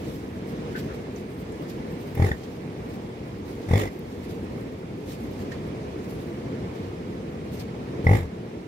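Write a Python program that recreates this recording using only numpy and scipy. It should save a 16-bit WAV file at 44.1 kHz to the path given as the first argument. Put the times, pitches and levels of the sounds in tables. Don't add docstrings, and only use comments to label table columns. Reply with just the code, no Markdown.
import sys
import numpy as np
from scipy import signal
from scipy.fft import rfft, irfft, next_fast_len
from scipy.io import wavfile
from scipy.ndimage import uniform_filter1d, map_coordinates

SR = 44100
rng = np.random.default_rng(int(sys.argv[2]) if len(sys.argv) > 2 else 0)


def transcribe(u):
    v = np.clip(np.atleast_2d(u).T, -1, 1)
    q = np.round(v * 32767).astype(np.int16)
    wavfile.write(sys.argv[1], SR, q)


N = 382347

# (breath peak [s], breath [dB], nose start [Hz], nose end [Hz], mouth re nose [dB])
CALF_GRUNTS = [(2.262, -31.5, 2060, 1760, -23.5), (3.796, -28, 2055, 2040, -19.5),
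               (8.149, -30, 1985, 1980, -33)]
# (time [s], pulse rate [Hz])
FOLD_RATES = [
    [(2.148, 40), (2.198, 42), (2.243, 51), (2.27, 37), (2.36, 33)],
    [(3.687, 42.5), (3.711, 42), (3.755, 54), (3.78, 50), (3.89, 51)],
    [(8.043, 41.5), (8.067, 41.5), (8.091, 48.5), (8.165, 59), (8.195, 44), (8.27, 40)],
]
# (centre [Hz], width [Hz], level [dB])
MOUTH_MODES = [(3480, 150, 11), (4410, 76, -1), (5165, 45, -2), (7100, 250, -4)]
BREATH_ROUND_S = 0.018


def calf_voice():
    # (time [s], chest [dB], nose [dB])
    efforts = [
        [(2.148, -26, -48), (2.198, -7, -29), (2.222, -6, -17), (2.245, -13.5, -22), (2.27, -19, -24),
         (2.29, -21, -20), (2.316, -10.5, -14), (2.36, -38, -54)],
        [(3.687, -20, -38), (3.711, -8, -36), (3.734, -4.5, -17), (3.755, -10, -23), (3.775, -15, -24),
         (3.8, -23, -23), (3.865, -21, -24), (3.89, -26, -55)],
        [(8.043, -18, -50), (8.067, -4, -10.5), (8.112, -5.5, -25), (8.15, -9, -15), (8.17, -22, -29),
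         (8.19, -15, -29), (8.235, -22, -33), (8.27, -25, -51)],
    ]
    # (centre [Hz], width [Hz], level [dB])
    chest_modes = [(96.4, 26, 0), (145, 36, -18.5), (188, 23, -20), (296, 67, -18)]
    # (centre [Hz], width [Hz], level [dB])
    throat_modes = [(440, 130, 11), (586, 110, -10), (805, 56, 2.5), (1170, 100, -4), (1300, 820, 8)]
    # (multiple of nose_hz, width [Hz], level [dB])
    nose_modes = [(1, 113, 7), (1.065, 110, -1), (.9, 180, 5), (2, 2500, -6)]
    sag_db, fall_t60_s, return_t60_s = -5, .025, .007
    throat_db, throat_db_per_chest_db, head_attack_s = -12.5, 1.3, .0016
    chest, head, puffs = np.zeros((3, N + SR))
    t = np.arange(SR // 100) / SR
    for folds, effort, (peak_s, _, start_hz, end_hz, mouth_db) in zip(FOLD_RATES, efforts, CALF_GRUNTS):
        effort_s, *effort_db = np.transpose(effort)
        at_s, end_s = folds[0][0], folds[-1][0]
        while at_s < end_s:
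            i = round(at_s * SR)
            rate_hz = np.interp(at_s, *np.transpose(folds))
            chest_db, nose_db = (np.interp(at_s, effort_s, column) for column in effort_db)
            nose_hz = np.interp(at_s - peak_s, [-BREATH_ROUND_S, BREATH_ROUND_S], [start_hz, end_hz])
            sink = np.interp(at_s, [peak_s, end_s], [1, 0.67])
            thump = ring(chest_modes, scatter_db=1, attack_s=0.00015, tune=sink)
            chest[i:i + len(thump)] += amp(chest_db) * thump
            chest[i - len(t):i] -= amp(chest_db + sag_db - 60 * t / fall_t60_s)[::-1]
            chest[i:i + len(t)] -= amp(chest_db + sag_db - 60 * t / return_t60_s)
            nose = ring(nose_modes, scatter_db=5, attack_s=head_attack_s, tune=nose_hz)
            mouth = amp(mouth_db) * ring(MOUTH_MODES, scatter_db=7.5, attack_s=head_attack_s)
            throat = ring(throat_modes, scatter_db=3, attack_s=0.0011)
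            throat *= amp(throat_db + throat_db_per_chest_db * chest_db)
            damping = amp(-30 * (np.arange(len(nose)) * rate_hz / SR) ** 2)
            head[i:i + len(nose)] += throat + amp(nose_db) * damping * (nose + mouth)
            puffs[i:i + len(t)] += np.hanning(len(t))
            at_s += 1 / rate_hz
    soft_chest = filtered(chest[:N], lambda hz: 1 / (1 + (hz / 700) ** 4))
    return soft_chest + head[:N], puffs[:N]


def ring(modes, scatter_db, attack_s, tune=1):
    t = np.arange(SR // 10) / SR
    rings = 0
    for hz, width_hz, db in modes:
        decay = amp(db + scatter_db * rng.standard_normal()) * np.exp(-np.pi * width_hz * t)
        pitch_hz = hz * tune * (1 + .015 * rng.standard_normal())
        rings += decay * np.sin(2 * np.pi * pitch_hz * t)
    return rings * (1 - np.exp(-t / attack_s)) ** 2


def calf_breath(puffs):
    # (centre [Hz], width [Hz], level [dB])
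    muzzle_modes = [(393, 150, 16.5), (1160, 550, 2.5), (1910, 393, 4.5), (3730, 440, -19),
                    (4740, 110, -20), (7300, 430, -8.5), (7700, 970, -16), (14800, 2200, -19.5)]
    rise_db_per_s, fall_db_per_s, whistle_db = 125, 202, -3
    t = np.arange(N) / SR
    flow, whistle = 0, 0
    for folds, (peak_s, breath_db, _, _, mouth_db) in zip(FOLD_RATES, CALF_GRUNTS):
        from_peak_s = np.hypot(t - peak_s, BREATH_ROUND_S) - BREATH_ROUND_S
        voiced = (t > folds[0][0]) & (t < folds[-1][0])
        swell = voiced * amp(breath_db - from_peak_s * np.where(t < peak_s, rise_db_per_s, fall_db_per_s))
        flow += swell
        whistle += amp(whistle_db + mouth_db) * swell
    air = rush([(100, 0)], [(300, 0.69), (3000, 0.34), (9000, 0.09)], patchy_db=2)
    air *= 0.84 + 0.72 * puffs
    muzzle = filtered(air, lambda f: sum((-1) ** k * amp(db) * resonance(f, hz, width)
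                                         for k, (hz, width, db) in enumerate(muzzle_modes)))
    mouth = filtered(air, lambda f: sum(amp(db) / width * resonance(f, hz, width)
                                        for hz, width, db in MOUTH_MODES))
    return flow * unit(muzzle) + whistle * unit(mouth)


def walls(voice):
    # (frequency [Hz], t60 [s])
    wall_t60 = [(100, 0.16), (1000, 0.2), (8000, 0.01)]
    hz, t, noise = signal.stft(rng.standard_normal((2, SR // 4)), SR, nperseg=256)
    tail = signal.istft(noise * amp(-60 * t / along(wall_t60, hz)[:, None]), SR, nperseg=256)[1]
    tail = filtered(tail, lambda f: f / (f + 600))
    delayed = np.pad(voice, (200, 0))[None]
    return signal.fftconvolve(delayed, tail / np.linalg.norm(tail[0]), axes=1)[:, :N]


def rustle():
    # (peak [s], fine [dB], coarse [dB], rise [s], fall [s])
    rubs = [(.05, -59, -50, 0.053, 0.1), (.16, -56, -54, 0.24, 0.066), (.49, -58.5, -57, .04, .08),
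            (.79, -58, -51, 0.079, 0.097), (.95, -62, -53, .08, 0.076), (1.17, -62, -56, 0.028, .1),
            (1.63, -59, -54, 0.069, .03), (1.7, -57, -51, .04, 0.061), (2.02, -62, -59, 0.072, .4),
            (2.446, -61, -51, 0.11, .1), (2.9, -61, -56, 0.067, .14), (3.27, -68, -63, .04, .1),
            (3.526, -61, -54.5, .08, .12), (3.65, -63, -54, 0.061, 0.082), (3.96, -63, -60, 0.14, 0.092),
            (4.19, -64, -57, 0.17, .1), (4.31, -58, -52.5, 0.13, 0.076), (4.5, -67, -61, .02, .08),
            (4.79, -65, -68, .01, .03), (5.1, -55, -49, 0.082, 0.064), (5.24, -63, -60, .1, .08),
            (5.41, -63, -56, 0.18, .12), (5.52, -61, -44, .006, 0.027), (6.09, -60.5, -57, .11, .25),
            (6.79, -66, -56, .1, .15), (7.32, -66, -66, .02, .04), (7.55, -56, -52.5, 0.05, .06),
            (7.607, -51, -43.5, 0.048, 0.021)]
    # (frequency [Hz], density [dB])
    fine_spectrum = [(4000, -34), (8000, 0.5), (11000, -1.5), (13500, 3.5), (17000, -11)]
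    # (frequency [Hz], density [dB])
    coarse_spectrum = [(1200, -3), (2500, -0.5), (4500, 0), (7000, -6), (10000, -25)]
    settle_db_per_s, swing_db = 2.4, 11
    t = np.arange(N) / SR
    fine, coarse = (amp(db - settle_db_per_s * t + 5 * wobble(12)) for db in (-67.5, -64.5))
    for peak_s, fine_db, coarse_db, rise_s, fall_s in rubs:
        swell = amp(-swing_db * np.abs(t - peak_s) / np.where(t < peak_s, rise_s, fall_s))
        fine = np.maximum(fine, amp(fine_db) * swell)
        coarse = np.maximum(coarse, amp(coarse_db) * swell)
    clumps = amp(2.9 * wobble(40) + 1.1 * wobble(300))
    hiss = amp(0.5) * fine * rush(fine_spectrum, [(8000, 0.051)], patchy_db=3)
    swish = coarse * rush(coarse_spectrum, [(4000, 0.066)], patchy_db=2)
    return clumps * (hiss + swish)


def ticks():
    # (time [s], peak [dB], centre [Hz], width [Hz], rise [s], t60 [s], left minus right [dB])
    bursts = [(0.744, -36, 1520, 150, .01, 0.14, 3), (0.75, -37, 1790, 300, .008, 0.11, 2),
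              (0.756, -44.5, 2900, 2500, .012, 0.084, 4), (.8, -60, 7450, 1500, .001, .02, -3),
              (.885, -44, 1410, 700, .02, 0.16, 4), (1.16, -49.5, 6300, 900, .001, .035, -8),
              (1.52, -56, 8000, 3000, .002, .04, 4), (1.62, -56, 13500, 4000, .002, .04, 0),
              (2.1506, -41.5, 12900, 9000, .001, 0.028, 2), (2.433, -52, 5000, 2500, .004, .05, -2),
              (3.9924, -50, 13000, 7000, .0005, .015, 10), (4.7886, -63, 12000, 5000, .001, .02, 1),
              (5.31, -57, 14000, 600, .001, .06, 2), (5.516, -38, 1810, 250, .001, 0.083, -4),
              (7.594, -45.5, 4800, 2500, .003, 0.06, 2), (7.594, -52, 12500, 5000, .003, .05, 0)]
    out, t = np.zeros((2, N + SR)), np.arange(SR // 6) / SR
    for at_s, db, hz, width_hz, rise_s, t60_s, pan_db in bursts:
        noise = rng.standard_normal(len(t)) + 1.3 * rng.standard_normal((2, len(t)))
        band = unit(filtered(noise, lambda f: resonance(f, hz, width_hz) ** 2))
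        envelope = (1 - np.exp(-t / rise_s)) * amp(-60 * t / t60_s)
        gain = amp([[db + pan_db / 2], [db - pan_db / 2]])
        i = round(at_s * SR)
        out[:, i:i + len(t)] += gain * band * envelope / envelope.max()
    return out[:, :N]


def roar():
    # (time [s], level [dB])
    levels = [(0, -33), (1.5, -34), (2, -34.5), (3.2, -34), (4.5, -36), (5.5, -33.5), (7.1, -33.5),
              (8.06, -35), (8.25, -36.5), (8.5, -36), (8.67, -36.5)]
    # (frequency [Hz], density [dB])
    spectrum = [(20, -57), (45, -7), (80, -1), (236, -1), (310, -3.5), (470, -4.5), (560, -12.5),
                (750, -17), (1100, -21.5), (1500, -26.5), (2200, -26), (3300, -33), (5500, -38),
                (9000, -47), (16000, -55.5)]
    # (frequency [Hz], left-right correlation)
    correlation = [(60, 1), (330, 0.95), (560, 0.38), (900, 0.29), (1450, 0.38), (1800, 0.33), (2800, 0.17),
                   (3700, 0.029), (15000, .04)]
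    level_db = np.interp(np.arange(N) / SR, *np.transpose(levels), left=-200, right=-200)
    waver_db = 1.5 + 1.2 * wobble(2.92) + 0.27 * wobble(5.5)
    return amp(level_db + waver_db) * rush(spectrum, correlation, patchy_db=1)


def rush(spectrum, correlation, patchy_db):
    bins = signal.stft(rng.standard_normal((2, N + 512)), nperseg=512)[2]
    patches = uniform_filter1d(rng.standard_normal(bins.shape[1:]), size=8, axis=0)
    patches = uniform_filter1d(patches, size=6, axis=1)
    pair = signal.istft(bins * amp(patchy_db * unit(patches)), nperseg=512)[1][:, :N]
    angle = lambda hz: np.arccos(np.clip(along(correlation, hz), -1, 1)) / 2
    split = lambda hz: [np.cos(angle(hz)), np.sin(angle(hz))]
    mid, side = filtered(pair, lambda hz: amp(along(spectrum, hz)) * split(hz))
    return unit(np.array([mid + side, mid - side]))


def resonance(hz, centre_hz, width_hz):
    return 1j * hz * width_hz / (centre_hz ** 2 - hz ** 2 + 1j * hz * width_hz)


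def filtered(x, response):
    size = next_fast_len(x.shape[-1] + 8192)
    return irfft(rfft(x, size) * response(np.fft.rfftfreq(size, 1 / SR)), size)[..., :x.shape[-1]]


def wobble(rate_hz):
    knots = rng.standard_normal(int(N * rate_hz / SR) + 4)
    return map_coordinates(knots, [np.arange(N) * rate_hz / SR])


def along(points, hz):
    points_hz, values = np.transpose(points)
    return np.interp(np.log(hz + 1), np.log(points_hz + 1), values)


def amp(db):
    return 10 ** (np.asarray(db) / 20)


def unit(x):
    return x / np.sqrt(np.mean(x ** 2) + 1e-20)


def scene():
    delay_s, side_db, wall_db = np.array([[.00013], [0]]), [[.6], [-.6]], -13
    voice, puffs = calf_voice()
    breath = calf_breath(puffs)
    direct = filtered(voice, lambda hz: np.exp(-2j * np.pi * hz * delay_s) * amp(side_db))
    return direct + breath + amp(wall_db) * walls(voice) + roar() + rustle() + ticks()


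def record(dry):
    # (frequency [Hz], left minus right [dB])
    port_balance = [(60, 2), (200, -0.5), (1200, 0), (2200, -5.5), (4400, -2), (7000, -1), (9500, 6),
                    (12500, 3.5), (15500, 3)]
    # (frequency [Hz], phase [rad])
    port_lag = [(0, 0), (520, 0.65), (1120, 3), (1500, 4), (2840, 9.5), (16000, 52)]
    low_cut_hz, top_hz = 42, 15800
    colour = lambda hz: amp(along(port_balance, hz) * [[.5], [-.5]])
    lag = lambda hz: np.exp(-1j * np.interp(hz, *np.transpose(port_lag)) * [[0], [1]])
    band = lambda hz: hz ** 2 / (hz ** 2 + low_cut_hz ** 2) * (hz < top_hz)
    return filtered(dry, lambda hz: colour(hz) * lag(hz) * band(hz))


dry = scene()
out = record(dry)
transcribe(out)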